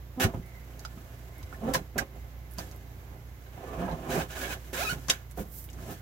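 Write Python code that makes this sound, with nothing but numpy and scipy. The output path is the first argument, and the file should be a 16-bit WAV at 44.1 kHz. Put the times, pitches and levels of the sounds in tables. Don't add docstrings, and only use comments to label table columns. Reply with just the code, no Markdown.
import sys
import numpy as np
from scipy import signal
from scipy.fft import rfft, irfft, next_fast_len
from scipy.io import wavfile

SR = 44100
rng = np.random.default_rng(int(sys.argv[2]) if len(sys.argv) > 2 else 0)


def natural_amplitude(level_db):
    exponent = np.asarray(level_db, float) / 20
    return 10 ** exponent


def transcribe(u):
    v = np.clip(np.atleast_2d(u).T, -1, 1)
    q = np.round(v * 32767).astype(np.int16)
    wavfile.write(sys.argv[1], SR, q)


N = 265041

LONG = next_fast_len(N + SR // 3)
HZ = np.maximum(np.fft.rfftfreq(LONG, 1 / SR), 1)
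GROAN_LOSS_DB, SQUEAK_LOSS_DB = 9, 4.5


def friction():
    # frequency in Hz, level in dB per Hz.
    rumble_spectrum = [(35, 10), (60, 3.5), (151, 9.5), (246, -3), (324, 1), (500, -23.5), (650, -28),
                       (1100, -120)]
    drag_spectrum = [(180, 3.5), (300, 3), (562, -4), (662, -2.5), (749, -2.5), (1110, -4.5), (3500, -24),
                     (4550, -73), (7700, -120)]
    grit_spectrum = [(590, -40), (1000, -8), (1300, -5), (1600, -1), (2000, -6), (3000, -8), (8000, -14),
                     (10400, -28), (17600, -120)]
    rasp_spectrum = [(2940, -2), (5000, -2), (7450, 1.5), (9410, -0.5), (12100, -6), (16000, -4)]
    hiss_spectrum = [(2940, -12.5), (5000, -5), (6930, -1.5), (9100, 4), (10100, 0.5), (14700, 6.5),
                     (16000, 0)]
    # frequency in Hz, width in Hz, level in dB.
    shell_modes = [(1520, 200, 7), (2230, 140, 2.5), (620, 120, 4)]
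    weight_db, drag_db, grit_db, hiss_db = handling()

    weight = colour(grains(900, 1.9), rumble_spectrum, ring_db=1.5)
    weight = weight * natural_amplitude(weight_db + 0.5 * drift(25))

    clumps = drift(22)
    drag = colour(grains(2500, 2.2), drag_spectrum, ring_db=1)
    drag = drag * natural_amplitude(drag_db + 0.7 * drift(30) + 0.6 * clumps)

    grit = colour(grains(3000, 3.6), grit_spectrum, ring_db=1)
    grit = grit * natural_amplitude(grit_db + 1.8 * clumps + 1.2 * drift(90))
    hum = sum(natural_amplitude(db) * resonate(grit, hz, width) for hz, width, db in shell_modes)
    grit = natural_amplitude(-5.0) * (grit + hum)

    fine = grains(15000, 3.8)
    hard = np.clip((grit_db - hiss_db + 9.0) / 7, 0, 1)
    rasp = np.sqrt(hard) * colour(fine, rasp_spectrum, ring_db=-30)
    soft = np.sqrt(1 - hard) * colour(fine[::-1], hiss_spectrum, ring_db=-35)
    hiss = (rasp + soft) * natural_amplitude(hiss_db + 0.5 * clumps + 1.3 * drift(40))
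    return weight + drag + grit + hiss


def handling():
    # peak in seconds, seconds to rise 20 dB, seconds to fall 20 dB,
    # rumble in dB, panel drag above its usual share in dB.
    slides = [(.19, .04, .02, -45, -9), (.25, .035, .08, -31, -7), (.346, .015, .11, -35, -12),
              (1.448, .12, .05, -53, -9), (1.536, .1, .15, -53, -3), (1.69, .12, .14, -39, 1),
              (1.78, .06, .075, -38, -6), (1.97, .03, .03, -37, -11), (2.02, .04, .035, -35, -4),
              (2.17, .06, .07, -52, -1), (2.75, .06, .05, -57, 3), (3.16, .15, .08, -55, 1.5),
              (3.63, .12, .8, -66, 19), (3.75, .3, .4, -64, 20), (3.8, .05, .5, -43, 1),
              (3.93, .25, .2, -44, 1), (2.585, .005, .2, -48, .3), (4.085, .12, .3, -52, 12),
              (4.182, .16, .1, -35.5, 2.5), (4.96, .3, .1, -46, -7), (5.084, .005, .05, -49, 2.5),
              (5.796, .2, .3, -51, -9), (5.916, .15, .08, -45, -1), (5.388, .015, .15, -40, -5)]
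    # peak in seconds, seconds to rise 20 dB,
    # seconds to fall 20 dB, grit in dB, hiss above its share in dB.
    rattles = [
        (1.738, .003, .045, -31, 2.5),
        (1.98, .003, .05, -35, -1.5),
        (2.584, .016, .14, -50, 5),
        (5.085, .002, .07, -38, -8),
        (5.101, .012, .012, -28, -11),
        (5.112, .01, .11, -45, -2),
        (5.376, .008, .05, -55, 7),
        (5.395, .04, .09, -53, 7),
        (5.91, .13, .11, -51, 5),
    ]
    # peak in seconds, seconds to rise 20 dB,
    # seconds to fall 20 dB, hiss in dB, grit above its share in dB.
    rubs = [(.344, .03, .05, -60, -5), (1.536, .07, .1, -61, -5), (1.71, .25, .1, -61, 8),
            (2.53, .05, .1, -66, -3), (3.8, .8, .8, -61, 6), (4.7, .3, .05, -56, -6),
            (4.99, .1, .3, -55, -4), (5.31, .05, .05, -60, -5), (5.525, .03, .25, -52, -20),
            (5.59, .14, .06, -47, -22), (5.647, .012, .03, -56, -10)]
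    # start in seconds, length in seconds,
    # grit in dB, swell over the stroke in dB, rasp above its share in dB.
    scrapes = [
        (.2, .042, -32.5, 1, -1),
        (4.732, .11, -43, -2, 4),
        (4.86, .072, -51, 0, 10),
    ]
    eased_scrapes = [
        (4.105, 0.06, -38, -0.5, -5.5),
        (4.175, 0.055, -39.5, -3.5, -2.5),
        (4.308, 0.029, -45.5, -5.5, 0),
        (4.358, 0.099, -41, 2.5, -4.5),
        (4.47, 0.038, -38.5, -0.5, -8.5),
        (4.51, 0.026, -41, -2, -2),
    ]
    # level in dB, share of the last stroke column from 0 to 1, relative fall time.
    slide_mix = [(3, 0.01, 0.9), (2, 0.92, 0.55), (-24, 0.9, 0.21), (-18, 1, 0.97)]
    rattle_mix = [(-18, 0, 1.3), (-6, 0, 1.2), (0, 0, 1), (0, 1, .8)]
    rub_mix = [(-30, 0, 1), (-30, 0, 1), (0, 1, 1), (0, 0, 1)]
    scrape_mix = [(-40, 0, 1.3), (-0.5, 0.5, 1.8), (2, 0.58, 0.92), (0, 0.94, 0.73)]
    # time in seconds, level in dB.
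    grip = [(0, -2), (.15, -1), (.4, 2.5), (.75, 6.5), (1.3, 6.5), (1.6, 3.5), (1.87, 1.5), (1.93, -0.5),
            (2.07, 0), (2.2, 5), (2.42, -0.5), (2.75, 4.5), (3.0, 4.5), (3.48, -2.5), (4.6, 5), (5.05, 6.5),
            (5.21, -16), (5.5, -15), (5.8, 7.5), (6.01, 1.5)]
    grip_mix_db = [-65, -66.5, -69.5, -70.5]

    grip_db = in_time(grip)[0][::32]
    power = natural_amplitude(2 * (grip_db + np.array(grip_mix_db)[:, None]))
    for rows, mix in (slides, slide_mix), (rattles, rattle_mix), (rubs, rub_mix):
        power += strokes([(s, rise, 1e-3, fall, db, 0, extra) for s, rise, fall, db, extra in rows], mix)
    for rows, attack_s in (scrapes, 0.004), (eased_scrapes, 0.025):
        held = [(s, attack_s, length, 0.042, *dbs) for s, length, *dbs in rows]
        power += strokes(held, scrape_mix)
    return [np.interp(np.arange(N), np.arange(0, N, 32), 10 * np.log10(layer)) for layer in power]


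def strokes(rows, mix):
    t, power = np.arange(0, N, 32) / SR, 0
    share_db, share, slow = np.transpose(mix)[..., None]
    for s, rise_s, hold_s, fall_s, db, swell_db, extra_db in rows:
        held = np.clip(t - s, 0, hold_s)
        before = np.maximum(s - t, 0) / max(rise_s, 0.001)
        after = (np.maximum(t - s, 0) - held) / max(fall_s, 0.001)
        top_db = db + share_db + share * extra_db
        power += natural_amplitude(2 * (top_db + swell_db * held / hold_s - 20 * before - 20 * after / slow))
    return power


def grains(per_s, spread_db):
    chance = rng.random((2, N))
    caught = chance < per_s / SR
    sizes = natural_amplitude(spread_db * np.minimum(rng.exponential(1, (2, N)), 4) * caught)
    return np.where(chance < per_s / SR / 2, sizes, -sizes) * caught


def colour(x, spectrum, ring_db):
    # frequency in Hz, width in Hz, level in dB.
    panel = [(258, 21, 4), (513.1, 12.6, 16), (661, 126, 6.5), (839, 5.9, 14), (1052.6, 16, 11),
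             (1492, 23, 4), (1747, 28, 5.5), (2160, 34, 9), (2486, 34, 2.5), (2644, 47, 11), (3010, 580, 1),
             (3960, 280, 8.5), (383.2, 51.4, 2.5), (6160, 73, 14)]
    modes = 0
    for k, (hz, width, db) in enumerate(panel):
        modes = modes + (-1) ** k * natural_amplitude(db) / (1 + 2j * (HZ - hz) / max(width, 8))
    return rms_one(to_time(to_hz(x) * natural_amplitude(at_hz(spectrum)) * (1 + natural_amplitude(ring_db) * modes)))


def thumps():
    # start in seconds, peak in dB, pitch in Hz, t60 in seconds.
    landings = [(0.2436, -13, 97.4, 0.13), (0.262, -21, 205, 0.096), (0.341, -25, 94, 0.11),
                (0.972, -29, 205, 0.037), (1.432, -26.5, 82, 0.066), (1.954, -31.5, 210.5, 0.27),
                (2.581, -24.5, 176, 0.032), (4.177, -30, 152.4, 0.32), (4.922, -26.5, 143, 0.091),
                (4.961, -35.5, 124.5, 0.26), (5.4, -28, 199, 0.17), (3.923, -27.5, 144, 0.13)]
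    out, t = np.zeros(N), np.arange(SR // 3) / SR
    for s, db, hz, t60 in landings:
        swing = np.sin(2 * np.pi * hz * (t + 0.0033 * (1 - np.exp(-t / 0.049))))
        swing += 0.14 * np.sin(2 * np.pi * 2.31 * hz * t) * natural_amplitude(-60 * t / t60)
        i = round(s * SR)
        swing = (natural_amplitude(db - 60 * t / max(t60, 0.03)) * (1 - np.exp(-t / 0.0034)) * swing)[:N - i]
        out[i:i + len(swing)] += swing
    return out


def snaps():
    # start in seconds, peak in dB, pitch in Hz, t60 in seconds, left minus right in dB.
    bright = [(0.461, -47, 12100, 0.01, -7), (0.574, -53, 14500, 0.0087, -3),
              (0.7935, -33.5, 6000, 0.0091, -1), (0.85, -30, 3700, 0.021, -3),
              (1.381, -41.5, 12100, 0.011, -1), (1.4292, -39, 3280, 0.012, -4),
              (1.7447, -22.5, 4085, 0.067, -12), (1.9808, -22.5, 6100, 0.051, -10.5),
              (2.511, -45, 12000, 0.008, -10), (2.5194, -45, 11800, 0.01, -10),
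              (2.536, -41, 12600, 0.0083, -10), (2.762, -47, 13000, 0.008, -5),
              (2.5845, -24.5, 4800, 0.0075, -8), (2.713, -36.5, 5100, 0.0047, -4),
              (5.0833, -31.5, 5400, 0.025, 17), (5.097, -14, 5800, 0.01, 6),
              (5.0995, -8, 3200, 0.014, -1.5), (5.1005, -7.5, 5800, 0.0058, 2),
              (5.1108, -43, 3460, 0.0086, 2), (5.312, -36.5, 7660, 0.0097, -5),
              (5.623, -47, 14000, 0.008, 0), (5.628, -44, 7500, 0.01, 3), (5.641, -35.5, 11300, 0.01, -1),
              (5.655, -48, 14000, 0.008, 0), (5.7, -44, 6700, 0.028, 8), (5.7309, -41.5, 6250, 0.017, 1)]
    return ticks(bright, 0.7, 0.45, 0.03)


def corner_knocks():
    # start in seconds, peak in dB, pitch in Hz, t60 in seconds, left minus right in dB.
    dull = [
        (0.337, -34.5, 528, 0.046, 1),
        (0.85, -45.5, 750, 0.049, -12),
        (1.957, -32, 544, 0.23, 1),
        (2.584, -38.5, 713, 0.035, -21),
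        (3.575, -41, 680, 0.038, 2),
        (3.64, -40, 480, 0.066, 3),
        (3.812, -35, 688, 0.25, 8),
        (3.882, -28.5, 610, 0.053, 2),
        (5.374, -32.5, 500, 0.077, 0),
    ]
    return ticks(dull, 0.47, 0, 0.06)


def small_contacts():
    # start in seconds, peak in dB,
    # pitch in Hz, t60 in seconds, left minus right in dB.
    contacts = [(0.85, -31.5, 1350, 0.011, 2), (0.9761, -45, 1220, 0.016, -1),
                (1.4267, -44, 1000, 0.0062, 2), (1.5267, -34, 1390, 0.015, -3),
                (1.5444, -41, 1760, 0.02, 3), (1.7475, -18, 1630, 0.0068, -0.5),
                (1.9845, -20.5, 1570, 0.025, -9.5), (1.749, -22, 994, 0.021, 7),
                (0.343, -49, 1230, 0.027, 0), (5.0845, -31.5, 1080, 0.022, 0),
                (5.101, -19, 2220, 0.0059, 7), (5.6882, -43, 2860, 0.0092, -3),
                (5.7867, -46, 1120, 0.0065, -14),
                (3.912, -44.5, 4120, 0.023, -14),
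    ]
    return ticks(np.array(contacts), 0.25, 0.14, 0.14)


def ticks(rows, breadth, crack_share, ring_share):
    out, t = np.zeros((2, N)), np.arange(SR // 8) / SR
    noise = rng.standard_normal((len(rows), SR // 8))
    for (s, db, hz, t60, pan_db), crack in zip(rows, noise):
        decay = natural_amplitude(-60 * t / max(t60, 0.003))
        burst = resonate(resonate(crack * decay, hz, breadth * hz), hz, 2.9 * breadth * hz)
        burst += ring_share * decay ** 0.49 * np.sin(2 * np.pi * hz * t)
        sharp = crack * natural_amplitude(-60 * t / 0.0051)
        burst += crack_share * resonate(resonate(sharp, 3600, 7600), 3700, 9300)
        burst *= 1 - np.exp(-t / 0.0005)
        i = round(s * SR)
        burst = (natural_amplitude(db) * burst / np.abs(burst).max())[:N - i]
        out[:, i:i + len(burst)] += burst * natural_amplitude([[0.7 * pan_db], [-0.3 * pan_db]])
    return out


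def groans():
    # start in seconds, length in seconds, slips per second at start, at end, peak in dB.
    feet = [
        (0.172, 0.083, 248, 270, -33),
        (1.619, 0.1, 218, 238, -34.5),
        (1.665, 0.067, 257, 278, -33.5),
        (1.738, 0.038, 550, 515, -34.5),
        (5.873, 0.047, 187, 260, -48.5),
        (3.767, 0.111, 160, 198, -40.5),
        (3.8, 0.056, 220, 270, -39),
        (5.375, 0.053, 335, 164, -41),
    ]
    peak_share, edge_db = 0.38, -4.5
    out = np.zeros(N)
    for s, length, first, last, db in feet:
        glide = [(s, first, db + edge_db),
                 (s + peak_share * length, first + peak_share * (last - first), db),
                 (s + length, last, db + edge_db)]
        out += slips(glide, 0.0087, 4.4, GROAN_LOSS_DB, spit_db=-41, count=5)
    return out


def skid():
    # time in seconds, slips per second, level in dB.
    skidding = [(4.13, 97, -41), (4.16, 417, -33), (4.184, 490, -44.5), (4.215, 940, -35)]
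    return slips(skidding, 0.06, 4, GROAN_LOSS_DB, -10, count=6)


def chatter():
    # time in seconds, slips per second, level in dB.
    even_slips = [(4.415, 540, -56), (4.44, 555, -47), (4.465, 560, -50), (4.49, 520, -58),
                  (4.51, 500, -53), (4.535, 495, -57)]
    return slips(even_slips, 0.012, 3, 2.5, -6, count=6)


def squeak():
    # time in seconds, slips per second, level in dB.
    rising = [(4.74, 440, -50), (4.775, 495, -44), (4.795, 555, -37), (4.803, 610, -45), (4.813, 685, -36),
              (4.823, 760, -42), (4.834, 860, -39), (4.845, 960, -46)]
    locked = [(4.844, 1300, -46), (4.853, 1336, -40), (4.866, 1285, -45), (4.876, 1240, -43),
              (4.887, 1262, -42), (4.894, 1400, -39), (4.905, 1510, -41), (4.921, 1450, -45),
              (4.93, 1440, -54)]
    out = slips(rising, 0.012, 2, SQUEAK_LOSS_DB, 2, count=8)
    return out + slips(locked, 0.008, 2, SQUEAK_LOSS_DB, 0, count=4)


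def slips(rows, jitter, flutter_db, step_db, spit_db, count):
    # frequency in Hz, width in Hz, level in dB.
    case = [(1245, 110, -7), (1490, 200, 8), (2500, 110, 13), (2050, 500, 4), (3900, 900, 6),
            (6250, 400, 5)]
    first, last = round(rows[0][0] * SR), round(rows[-1][0] * SR)
    per_s, db = (curve[first:last] for curve in in_time(rows))
    n, size, out = np.arange(last - first), SR // 4, np.zeros(N)
    gate = np.clip(np.minimum(n, n[::-1]) / SR / 0.0056, 0, 1)
    phase = 2 * np.pi * np.cumsum(per_s * (1 + jitter * drift(109.0, size=size)[n])) / SR
    tones = 0
    for k in range(1, count + 1):
        case_db = sum(top_db / (1 + (2 * (k * per_s - hz) / width) ** 2) for hz, width, top_db in case)
        loss_db = step_db * min(k - 1, 2) + 1.5 * max(k - 3, 0)
        wobble_db = flutter_db * np.tanh(drift(66, size=size)[n])
        tones += natural_amplitude(db + case_db - loss_db + wobble_db) * np.sin(k * phase)
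    spit = rng.standard_normal(size)[n] * np.exp(0.47 * (np.cos(phase) - 1))
    puffs = resonate(spit, 4000, 9200)
    out[first:last] = np.sqrt(2) * gate * (tones + natural_amplitude(db + spit_db) * puffs)
    return out


def singing():
    # start in seconds, length in seconds, frequency in Hz, level in dB.
    sung = [(.2, 0.049, 1730, -35), (.2, 0.045, 2850, -40), (.22, 0.032, 800, -37.5),
            (1.67, 0.036, 760, -44), (3.63, 0.146, 460, -50.5), (3.66, 0.15, 1120, -51.5),
            (3.79, .07, 690, -45), (3.87, 0.074, 900, -43), (3.78, 0.16, 1630, -52.5),
            (3.75, 0.16, 2290, -60), (4.16, 0.032, 2100, -56), (4.345, 0.067, 1550, -47),
            (4.42, 0.13, 1600, -50), (1.95, 0.084, 767, -48), (4.1, .12, 1540, -46),
            (5.375, 0.047, 523, -47), (4.73, .03, 1440, -47)]
    q = 9
    out, t = np.zeros(N), np.arange(SR // 4) / SR
    for (s, length, hz, db), rub in zip(sung, rng.standard_normal((len(sung), SR // 4))):
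        tone = rms_one(resonate(resonate(rub, hz, hz / q), hz, hz / q))
        swell = np.sqrt(np.sin(np.pi * np.clip(t / length, 0, 1)) + 1e-12)
        i = round(s * SR)
        out[i:i + SR // 4] += natural_amplitude(db) * swell * tone
    return out


def compartment(points, patches, spread):
    tail_t60_s, tail_db = 0.07, -7
    near, far = to_hz(patches)
    direct = to_hz(points)
    opposed = echoed(direct + np.sqrt(1 - spread) * near) + np.sqrt(spread) * far
    heard = left_right(direct + near, opposed)
    t = np.arange(SR // 3) / SR
    tail = rng.standard_normal((2, len(t))) * natural_amplitude(-60 * t / tail_t60_s) * (1 - np.exp(-t / 0.0028))
    tail = left_right(*to_hz(tail / np.sqrt(np.sum(tail ** 2))))
    return np.sqrt(2) * to_time(heard * (1 + natural_amplitude(tail_db) * tail))


def echoed(spectrum):
    lags_s = [.0007, .0013, .0021, .0034]
    for lag_s in lags_s:
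        late = np.exp(-2j * np.pi * HZ * lag_s)
        spectrum = spectrum * (late - 0.55) / (1 - 0.43 * late)
    return spectrum


def left_right(mid, side):
    # frequency in Hz, left-right likeness.
    likeness = [(60, 1), (130, 0.89), (290, 0.97), (640, 0.94), (1410, -0.65), (3100, -0.9), (6820, -1.2),
                (15000, 0.35)]
    alike = np.clip(at_hz(likeness), 0, 1)
    return np.sqrt((1 + alike) / 2) * mid + np.sqrt((1 - alike) / 2) * side * [[1], [-1]]


def motor():
    # multiple of the shaft rate, level in dB.
    orders = [(1, -69), (2, 2), (3, -7), (4, -5), (5, -13.5), (6, -25)]
    # time in seconds, level in dB.
    whine_level = [(.38, -77), (.43, -64), (.56, -61.5), (.8, -70), (1.1, -75), (1.4, -63), (1.6, -71),
                   (2.3, -68), (4, -72)]
    shaft_hz, hum_db = 29.78, -46
    whine_hz, width_hz = 2070, 230
    phase = 2 * np.pi * np.cumsum(shaft_hz * (1 + 0.0062 * drift(1.04))) / SR
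    hum = 0
    for k, db in orders:
        level = natural_amplitude(hum_db + db + 2.0 * drift(9.5))
        hum = hum + level * np.sin(k * phase + rng.uniform(0, 2 * np.pi))
    whine = resonate(resonate(rng.standard_normal(N), whine_hz, width_hz), whine_hz, width_hz)
    return hum + natural_amplitude(in_time(whine_level)[0]) * rms_one(whine)


def air():
    # frequency in Hz, level in dB per Hz.
    air_spectrum = [(22, -56), (71, -0.5), (141, -10.5), (260, -17.5), (2120, -32.5), (7470, -40),
                    (8740, -50.5), (11700, -37.5)]
    pair = left_right(*to_hz(rng.standard_normal((2, N))) * natural_amplitude(at_hz(air_spectrum)))
    return natural_amplitude(-47 - 3.0 + 0.45 * drift(4.5)) * rms_one(to_time(pair))


def drift(rate, size=N):
    r = np.exp(-32 * np.pi * rate / SR)
    chance = rng.standard_normal(max(size, SR) // 16 + 3002)
    slow = signal.lfilter([1], [1, -2 * r, r * r], chance)[3000:]
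    return np.interp(np.arange(size) / 16, np.arange(len(slow)), rms_one(slow))


def resonate(x, hz, width):
    r = np.exp(-np.pi * width / SR)
    poles = [1, -2 * r * np.cos(2 * np.pi * hz / SR), r * r]
    return signal.lfilter([(1 - r * r) / 2, 0, (r * r - 1) / 2], poles, x)


def rms_one(x):
    return x / np.sqrt(np.mean(x ** 2) + 1e-20)


def in_time(rows):
    s, *columns = np.transpose(rows)
    return [np.interp(np.arange(N) / SR, s, c) for c in columns]


def at_hz(points):
    hz, value = np.transpose(points)
    return np.interp(np.log(HZ), np.log(hz), value)


def to_hz(x):
    return rfft(x, LONG)


def to_time(spectrum):
    return irfft(spectrum, LONG)[..., :N]


def scene():
    patches = friction()
    knocks = thumps() + snaps() + corner_knocks() + small_contacts()
    rubber = groans() + skid() + chatter() + squeak() + singing()
    hum = to_hz(motor())
    behind = np.sqrt(2) * to_time(left_right(hum, echoed(hum)))
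    return compartment(rubber + knocks, patches, spread=0.37) + behind + air()


def roll_off(x):
    return signal.sosfilt(signal.butter(12, 16990, fs=SR, output="sos"), x)


def record(dry):
    # frequency in Hz, left minus right in dB.
    balance = [(60, -4), (150, 0.5), (380, -6.5), (950, -10), (2380, -4.5), (5980, -0.5), (15000, -10)]
    # frequency in Hz, level in dB.
    mic = [(20, -31), (50, -3), (7000, -1.5), (9000, -7), (11500, 1.5), (16000, -2.5)]
    sides_db = at_hz(balance) * np.array([[0.5], [-0.5]])
    top_cut_db = -51 * (HZ > 15900) - 60 * (HZ > 16800)
    mix = to_time(to_hz(dry) * natural_amplitude(sides_db + at_hz(mic) + top_cut_db))
    return roll_off(mix)


dry = scene()
out = record(dry)
transcribe(out)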